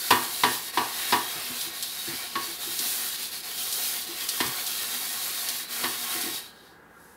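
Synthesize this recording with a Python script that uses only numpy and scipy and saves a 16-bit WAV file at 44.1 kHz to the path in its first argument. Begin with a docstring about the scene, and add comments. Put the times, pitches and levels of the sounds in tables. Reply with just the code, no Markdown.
"""A kitchen sink with a big aluminium pot leaning in it, close to a two-port microphone.
A soapy scouring sponge circles inside: fibre noise hisses, rasps and scrapes, and stalls as the hand turns.
Hard strokes rock the pot so that its modes clank or bump against the sink; the pad snaps in bright flicks.
At the end the sponge lifts off: faint brushes, one squeak, then the quiet room of noise and hum."""
import sys
import numpy as np
from scipy import signal
from scipy.fft import rfft, irfft, next_fast_len
from scipy.io import wavfile
from scipy.ndimage import uniform_filter1d, map_coordinates

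SR = 44100
rng = np.random.default_rng(int(sys.argv[2]) if len(sys.argv) > 2 else 0)


def master(y):
    """Save y as 16-bit WAV."""
    cut = np.clip(np.atleast_2d(y).T, -1, 1)
    pcm = np.round(cut * 32767)  # scale
    wavfile.write(sys.argv[1], SR, pcm.astype(np.int16))


N = 315756

# still air and distant machines, relative spectrum: pitch_hz [Hz], level_db [dB]
ROOM_COLOUR = [(25, -36), (42, -26), (68, 1.5), (130, -2.5), (240, 2.5), (480, 2.5), (640, -5.5),
               (800, 1.5), (1250, -3), (1400, 0), (1650, 1), (1950, -5), (2200, -13), (6000, -25.5),
               (15000, -24)]
# hum of an appliance: pitch_hz [Hz], level_db [dB rms]
HUM_TONES = [(60, -75), (171, -68), (1631, -63.5)]
# phase spread between the microphone ports: pitch_hz [Hz], side_minus_mid_db [dB]
PORT_WIDTH = [(100, -60), (500, -62), (900, -50), (1300, -42.5), (1900, -7.5), (2500, -38), (6300, -95.5),
              (7300, -88), (8800, -27.5), (10000, -7.5), (15000, -119)]
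TOP_HZ = 15740  # upper limit of the microphone

# modes of the pot: pitch_hz [Hz], level_db [dB, relative], t60_s [s]
POT_MODES = [(86, -22, .3), (128, -16, .45), (220, -10, .15), (247, -5, .3), (339, -4, .33),
             (385, -12, .25), (425, -9, .28), (722, -12, .38), (829, -11, .33), (875, -11, .28),
             (917, -6, .35), (970, 3, .29), (1014, 0, .27), (1105, -11, .27), (1145, -2, .28),
             (1200, -10, .26), (1450, -15, .33), (1530, -15, .33), (1612, -9, .4), (1718, -9, .42),
             (1802, -8, .4), (1860, -6, .4), (2132, -16, .3), (2495, -14, .35), (2770, -13, .3),
             (2930, -10, .35), (3200, -14, .3), (3428, -13, .33), (4050, -12, .25)]
# the crowd of weaker modes between them, relative spectrum: pitch_hz [Hz], level_db [dB]
CLATTER_COLOUR = [(50, -38), (110, -8.5), (160, -32.5), (230, -4.5), (450, -4.5), (590, -17), (800, 2),
                  (1130, 2), (1350, -13.5), (1800, -0.5), (2250, -13), (4200, -8.5), (6500, -25),
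                  (15000, -23.5)]
# how long those weaker modes last: pitch_hz [Hz], t60_s [s]
CLATTER_DECAY = [(100, 0.27), (1000, 0.52), (1800, 0.33), (4000, 0.18), (10000, 0.56)]
# resonances of the pot's hollow that colour all rubbing: centre_hz [Hz], width_hz [Hz], lift_db [dB]
HOLLOW_RESONANCES = [(241.4, 21, 15), (349, 26, 8), (723, 27, 7), (1095, 43, 11), (1866, 30, 7),
                     (2250, 10, 9.5), (2730, 37, 2.5), (3130, 50, 5), (3273, 47, 6), (3510, 62, 4.5),
                     (3793, 61, 7), (4040, 52, 5), (4530, 41, 3.5)]

# the pot shifts softly under the hand: start_s [s], spot_hz (most excited mode) [Hz], wall_db [dB], thud_db [dB]
SOFT_BUMPS = [(1.354, 339, -49.5, -53), (1.498, 247, -45.5, -54), (1.667, 339, -48, -59),
              (2.078, 339, -41, -47), (2.132, 247, -45, -55), (2.484, 339, -46.5, -65),
              (2.672, 339, -44.5, -56), (2.798, 225, -47, -64), (2.856, 247, -53, -64),
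              (4.089, 339, -45, -77), (4.456, 220, -43, -43.5), (6.152, 332, -41.5, -60),
              (6.235, 247, -42.5, -61), (6.265, 339, -39, -62), (6.305, 339, -46, -59)]
# the pot strikes the sink: start_s [s], strength_db [dB], clang_db (base of the pot) [dB],
# contact_hz (hardness) [Hz], spot_hz (most excited mode) [Hz], lift_db (of that mode) [dB]
SINK_KNOCKS = [(0.105, -26.5, 9.5, 7940, 976, 5), (.434, -28.5, 9, 6200, 970, 4),
               (.772, -32.5, 10, 3800, 974, 1.5), (1.123, -29.5, 9.5, 4200, 974, 5),
               (2.353, -37.5, 8.5, 3880, 1106, 25.5), (4.402, -33, 2.5, 8000, 1110, -11),
               (5.837, -36.5, 4, 5800, 1103, 14)]
# registers of a knock, boom, clang, ring, clack and tick: lower_edge_hz [Hz], upper_edge_hz [Hz]
KNOCK_REGISTERS = [(60, 600), (600, 1350), (1350, 2200), (2200, 6000), (6000, 15000)]
BOOM_DB, RING_DB, CLACK_DB, TICK_DB = 0.04, 5, 5, 4  # relative levels for a perfectly hard contact
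BOOM_RISE_S = 0.0035  # the pot's whole body is slower to move than the struck spot
# the pot touches a second time
REBOUND_S, REBOUND_HALF_S, REBOUND = .008, .0021, .26  # delay s, half length s, strength (gain)
# the pad catches and snaps free: start_s [s], level_db (before a common lift) [dB]
PAD_SNAPS = [(1.61, -30), (1.825, -27), (2.79, -25.5), (3.725, -27.5), (4.288, -24), (4.464, -31),
             (4.665, -28), (5.486, -26), (6.212, -31)]

# relative spectra of the rubbing: pitch_hz [Hz], level_db [dB]
HISS_COLOUR = [(3000, -41), (5200, -1.5), (6500, -2), (8200, -1.5), (9700, 1.5), (11000, 0.8), (12300, 2.5),
               (13300, -5), (15700, -10)]
RASP_COLOUR = [(1500, -32), (2600, -8), (3300, -5.5), (3800, -2.5), (4400, -1), (5200, -6.5), (6200, -13.5),
               (9000, -17.5)]
SCRAPE_COLOUR = [(40, -30), (160, -12), (240, -12), (440, 1), (590, -4.5), (720, 3), (950, 0), (1100, 0.5),
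                 (1270, 2.5), (1550, 5), (2300, 4.5), (3200, -4.5), (5000, -22.5)]
# top of the hiss under firm pressure, relative spectrum: pitch_hz [Hz], level_db [dB]
FIZZ_COLOUR = [(10000, -46), (12500, -9), (13500, 8), (15700, 7)]
# how hard the arm works: start_s [s], effort_db [dB], flat_db (extra drag of the pad lying flat) [dB]
ARM_EFFORT = [(0.0, 0.5, -3.5), (.17, -0.5, 2.5), (.5, 0.8, -3), (.85, -3.5, 2.5), (1.12, 1.1, 0.5),
              (1.45, -3.5, 1.5), (1.62, 0.5, 1.5), (1.92, -3.7, -5), (2.15, -2.5, 1.5), (2.55, -2.5, -2),
              (2.87, 4, -2), (3.46, -4, -4.5), (3.85, 4.5, -0.5), (4.1, -3.5, 0), (4.35, 0, 0.4),
              (5.4, 0.55, 0), (6.18, 1.3, 2.5), (6.37, -2.5, -1)]
# the hand stalls as it turns round: centre_s [s], depth_db [dB], regain_s (time to half depth) [s]
HAND_TURNS = [(.72, -13.5, 0.012), (1.72, -7.5, 0.035), (2.31, -7, 0.046), (2.58, -6.5, 0.017),
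              (3.172, -7.5, .018), (3.308, -7.5, 0.0083), (3.424, -9, 0.01), (4.06, -6, 0.01),
              (5.675, -12.5, 0.023)]
# light brushes as the pad is taken out: centre_s [s], half_length_s [s], hiss_db [dB], rasp_db [dB]
EXIT_BRUSHES = [(6.638, 0.11, -63.5, -57.5), (7.07, 0.13, -60, -70.5)]
HISS_DB, RASP_DB, SCRAPE_DB = -35, -37.5, -43  # ordinary stroke, before the hollow colours it
RASP_GROWS, SCRAPE_GROWS = 0.45, 0.42  # dB for each dB of effort; the hiss follows it fully
RASP_STALLS, SCRAPE_STALLS = 0.58, 0.67  # share of each stall's depth that the lower voices take
CIRCLE_S, PUSH_S, PUSH_DB = .335, 0.14, 0.5  # one circle of the hand, first outward push, its swell
HISS_PUSHED = 0.47  # share of that swell which the hiss takes
LIFT_S, LIFT_DB_PER_S, HISS_LIFTS = 6.383, 143, 1.27  # the pad leaves; its hiss fades this much faster
GRIP_DB = 0.9  # slow chance straying of the rubbing


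def amp(db):
    """Decibels to gain."""
    return 10 ** (np.asarray(db) / 20)


def unit(x, count=None):
    """x scaled to rms 1 over its first count samples."""
    return x / np.sqrt(np.mean(x[:count] ** 2) + 1e-20)


def along(points, hz):
    """(Hz, value) points read on a log frequency axis."""
    f, v = np.transpose(points)
    return np.interp(np.log(hz + 1), np.log(f + 1), v)


def peak(x, centre, width):
    """A resonance curve of height 1, width across at half height."""
    return 1 / (1 + (2 * (x - centre) / width) ** 2)


def filtered(x, response):
    """x times a response of frequency."""
    n = x.shape[-1]
    m = next_fast_len(n + SR // 2)
    spectrum = rfft(x, m) * response(np.fft.rfftfreq(m, 1 / SR))
    return irfft(spectrum, m)[..., :n]


def coloured(x, spectrum):
    """x shaped by a spectrum, at rms 1."""
    return unit(filtered(x, lambda hz: amp(along(spectrum, hz))))


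def band(x, lo_hz, hi_hz):
    """Causal band-pass."""
    edges = [lo_hz, min(hi_hz, SR / 2 - 1)]
    return signal.sosfilt(signal.butter(3, edges, "band", fs=SR, output="sos"), x)


def wobble(rate):
    """A smooth random curve, rate knots a second."""
    knots = rng.standard_normal(int(N * rate / SR) + 4)
    return map_coordinates(knots, [np.arange(N) * rate / SR])


def add(track, s, sound):
    """Mix a sound into the track at time s."""
    part = track[round(s * SR):][:len(sound)]
    part += sound[:len(part)]


def kitchen():
    """Quiet room: shaped air noise and steady hum tones whose phase drifts slightly."""
    t = np.arange(N) / SR
    hum = np.zeros(N)
    for hz, db in HUM_TONES:
        hum += amp(db) * np.sqrt(2) * np.sin(2 * np.pi * hz * t + 0.28 * wobble(3.0))
    return hum + amp(-53.5) * coloured(rng.standard_normal(N), ROOM_COLOUR)


def squeak(s=6.972, half_length_s=0.012, pitch_hz=1400, db=-53):
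    """One faint wet squeak as the pot is lifted: a short tone of wavering pitch."""
    t = np.arange(N) / SR - s
    phase = 2 * np.pi * np.cumsum(pitch_hz * (1 + 0.023 * wobble(250))) / SR
    return amp(db) * np.exp(-(t / half_length_s) ** 2) * np.sqrt(2) * np.sin(phase)


def pot_ring(t, vary_db, spot_hz=0, spot_db=0):
    """The pot's decaying modes; the spot that is touched changes the level of those near spot_hz."""
    hz, db, t60 = np.transpose(POT_MODES)[:, :, None]
    db = db + spot_db * peak(hz, spot_hz, 32) + vary_db * rng.standard_normal(db.shape)
    return np.sum(amp(db - 60 * t / t60) * np.sin(2 * np.pi * hz * t), axis=0)


def blow(spot_hz, spot_db, clatter_db, crash_db, crash_t60, attack):
    """One blow on the pot: clear modes, dense weak modes, and the crash and rebound of the contact."""
    t = np.arange(SR * 3 // 4) / SR
    # each frequency of the clatter dies at its own pace
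    hz, times, z = signal.stft(coloured(rng.standard_normal(len(t)), CLATTER_COLOUR), SR, nperseg=256)
    decay = amp(-60 * times / along(CLATTER_DECAY, hz)[:, None])
    clatter = signal.istft(z * decay, SR, nperseg=256)[1][:len(t)]
    rebound = REBOUND * np.exp(-((t - REBOUND_S) / REBOUND_HALF_S) ** 2)
    crash = coloured(rng.standard_normal(len(t)), CLATTER_COLOUR) * (amp(-60 * t / crash_t60) + rebound)
    ring = pot_ring(t, 1.0, spot_hz, spot_db)
    onset = 1 - np.exp(-t / attack)
    return (ring + amp(clatter_db) * clatter + amp(crash_db) * crash) * onset


def bumps():
    """Soft contacts: only the pot's low modes sound, with a dull thud pushed into the sink."""
    out, t = np.zeros(N), np.arange(SR // 4) / SR
    thud_colour = [(45, -42), (75, -2), (135, 10), (190, 0.5), (300, -22)]  # pitch_hz, level_db
    for s, spot_hz, wall_db, thud_db in SOFT_BUMPS:
        hit = blow(spot_hz, spot_db=11.0, clatter_db=8, crash_db=2.5, crash_t60=0.39, attack=0.0038)
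        hit = hit[:len(t)] * amp(-60 * t / 0.43)  # the hand damps the wall further
        wall = unit(band(hit, 156, 440), count=1764)
        thud = coloured(rng.standard_normal(len(t)), thud_colour)
        thud = unit(thud * np.exp(-((t - .024) / 0.029) ** 2), count=1764)
        add(out, s - .004, amp(wall_db) * wall)  # both begin 4 ms ahead of the listed time
        add(out, s - .004, amp(thud_db) * thud)
    return out


def knocks():
    """The pot rocks onto the sink's edge; the harder the contact, the more of its upper range rings."""
    out = np.zeros(N)
    for s, strength_db, clang_db, contact_hz, spot_hz, lift_db in SINK_KNOCKS:
        hit = blow(spot_hz, lift_db, clatter_db=4.0, crash_db=10.0, crash_t60=.085, attack=0.001)
        parts = [band(hit, lo, hi) for lo, hi in KNOCK_REGISTERS]
        parts[0] = parts[0] * (1 - np.exp(-np.arange(len(hit)) / SR / BOOM_RISE_S))
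        levels_db = [BOOM_DB, clang_db, RING_DB, CLACK_DB, TICK_DB]
        for part, db, (lo, hi) in zip(parts, levels_db, KNOCK_REGISTERS):
            softened = 1 / np.hypot(1, lo * hi / contact_hz ** 2)
            add(out, s, amp(strength_db + db) * softened * unit(part, count=1764))
    return out


def snaps():
    """The pad catches and snaps free: a bright flick of noise that dies quickly in the pot."""
    out, t = np.zeros(N), np.arange(SR // 8) / SR
    flick_colour = [(1200, -33), (3000, 4.5), (4500, 10), (7000, 4.0), (11000, 6.5), (15500, -2.5)]
    for s, db in PAD_SNAPS:
        flick = coloured(rng.standard_normal(len(t)), flick_colour)
        add(out, s, amp(db + 2.5 - 60 * t / 0.1) * (1 - np.exp(-t / 0.0003)) * flick)
    return out


def hand():
    """Hiss, rasp and scrape levels in dB: effort and circles swell them, turns stall, lifting ends them."""
    t = np.arange(N) / SR
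    s, *columns = np.transpose(ARM_EFFORT)
    effort_db, flat_db = (np.interp(t, s, v) for v in columns)
    push_db = PUSH_DB * np.cos(2 * np.pi * (t - PUSH_S) / CIRCLE_S)
    stall_db = sum(db * peak(t, at, 2 * regain) for at, db, regain in HAND_TURNS)
    lift_db = -LIFT_DB_PER_S * np.maximum(t - LIFT_S, 0)
    hiss = amp(HISS_DB + effort_db + HISS_PUSHED * push_db + stall_db + HISS_LIFTS * lift_db)
    rasp = amp(RASP_DB + RASP_GROWS * effort_db + push_db + RASP_STALLS * stall_db + lift_db)
    scrape_db = SCRAPE_DB + SCRAPE_GROWS * effort_db + flat_db
    scrape_db = scrape_db + push_db + SCRAPE_STALLS * stall_db + lift_db
    for at, half_length, hiss_db, rasp_db in EXIT_BRUSHES:
        touch = np.exp(-((t - at) / half_length) ** 2)
        hiss = np.hypot(hiss, amp(hiss_db) * touch)
        rasp = np.hypot(rasp, amp(rasp_db) * touch)
    return 20 * np.log10(hiss), 20 * np.log10(rasp), scrape_db


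def fibres(per_second, patchy_db):
    """Countless tiny slips, whose colour shifts as the pad travels along the wall."""
    slips = np.sqrt(rng.poisson(per_second / SR, N)) * rng.standard_normal(N)
    z = signal.stft(slips, nperseg=1024)[2]
    # random patches, smoothed over frequency and then over time
    field = uniform_filter1d(rng.standard_normal(z.shape), size=5, axis=0)
    field = uniform_filter1d(field, size=14, axis=1)
    return signal.istft(z * amp(patchy_db * unit(field)), nperseg=1024)[1][:N]


def sponge():
    """Fibres slip on the wet metal; the pad's drag also sets the wall ringing."""
    hiss_db, rasp_db, scrape_db = hand()
    grip_db = GRIP_DB * wobble(25) + 0.11 * wobble(180)  # the pad grips unevenly
    slips = fibres(per_second=60000, patchy_db=1.0)
    hiss = amp(hiss_db) * coloured(slips, HISS_COLOUR)
    pressure_db = .25 * (hiss_db - hiss_db.mean())  # the fizz needs pressure
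    fizz = amp(hiss_db - 8.0 + pressure_db + 0.38 * wobble(10)) * coloured(slips, FIZZ_COLOUR)
    rasp_noise = coloured(fibres(per_second=20000, patchy_db=2.0), RASP_COLOUR)
    rasp = amp(rasp_db + 0.23 * wobble(22)) * rasp_noise
    scrape = coloured(fibres(per_second=15000, patchy_db=1.6), SCRAPE_COLOUR)
    ring = pot_ring(np.arange(SR // 2) / SR, 1)
    wall = unit(signal.fftconvolve(rng.standard_normal(N), ring)[:N])
    drag = amp(scrape_db) * (amp(1.4 * wobble(18)) * scrape + amp(-20.0 + 3.2 * wobble(9.3)) * wall)
    rubbing = amp(grip_db) * (hiss + fizz + rasp + drag)

    def hollow(hz):
        """Gain of the pot's hollow: its resonances' lifts summed in dB."""
        return amp(sum(db * peak(hz, centre, width) for centre, width, db in HOLLOW_RESONANCES))

    return filtered(rubbing, hollow)


def scene():
    """All sounds come from straight ahead; the two ports have equal levels but opposite phase shifts."""
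    mid = kitchen() + squeak() + bumps() + knocks() + snaps() + sponge()
    side = filtered(mid, lambda hz: 1j * amp(along(PORT_WIDTH, hz)))
    return np.array([mid + side, mid - side])


def record(dry):
    """The microphone keeps nothing above its band limit."""
    return filtered(dry, lambda hz: hz < TOP_HZ)


dry = scene()
out = record(dry)
master(out)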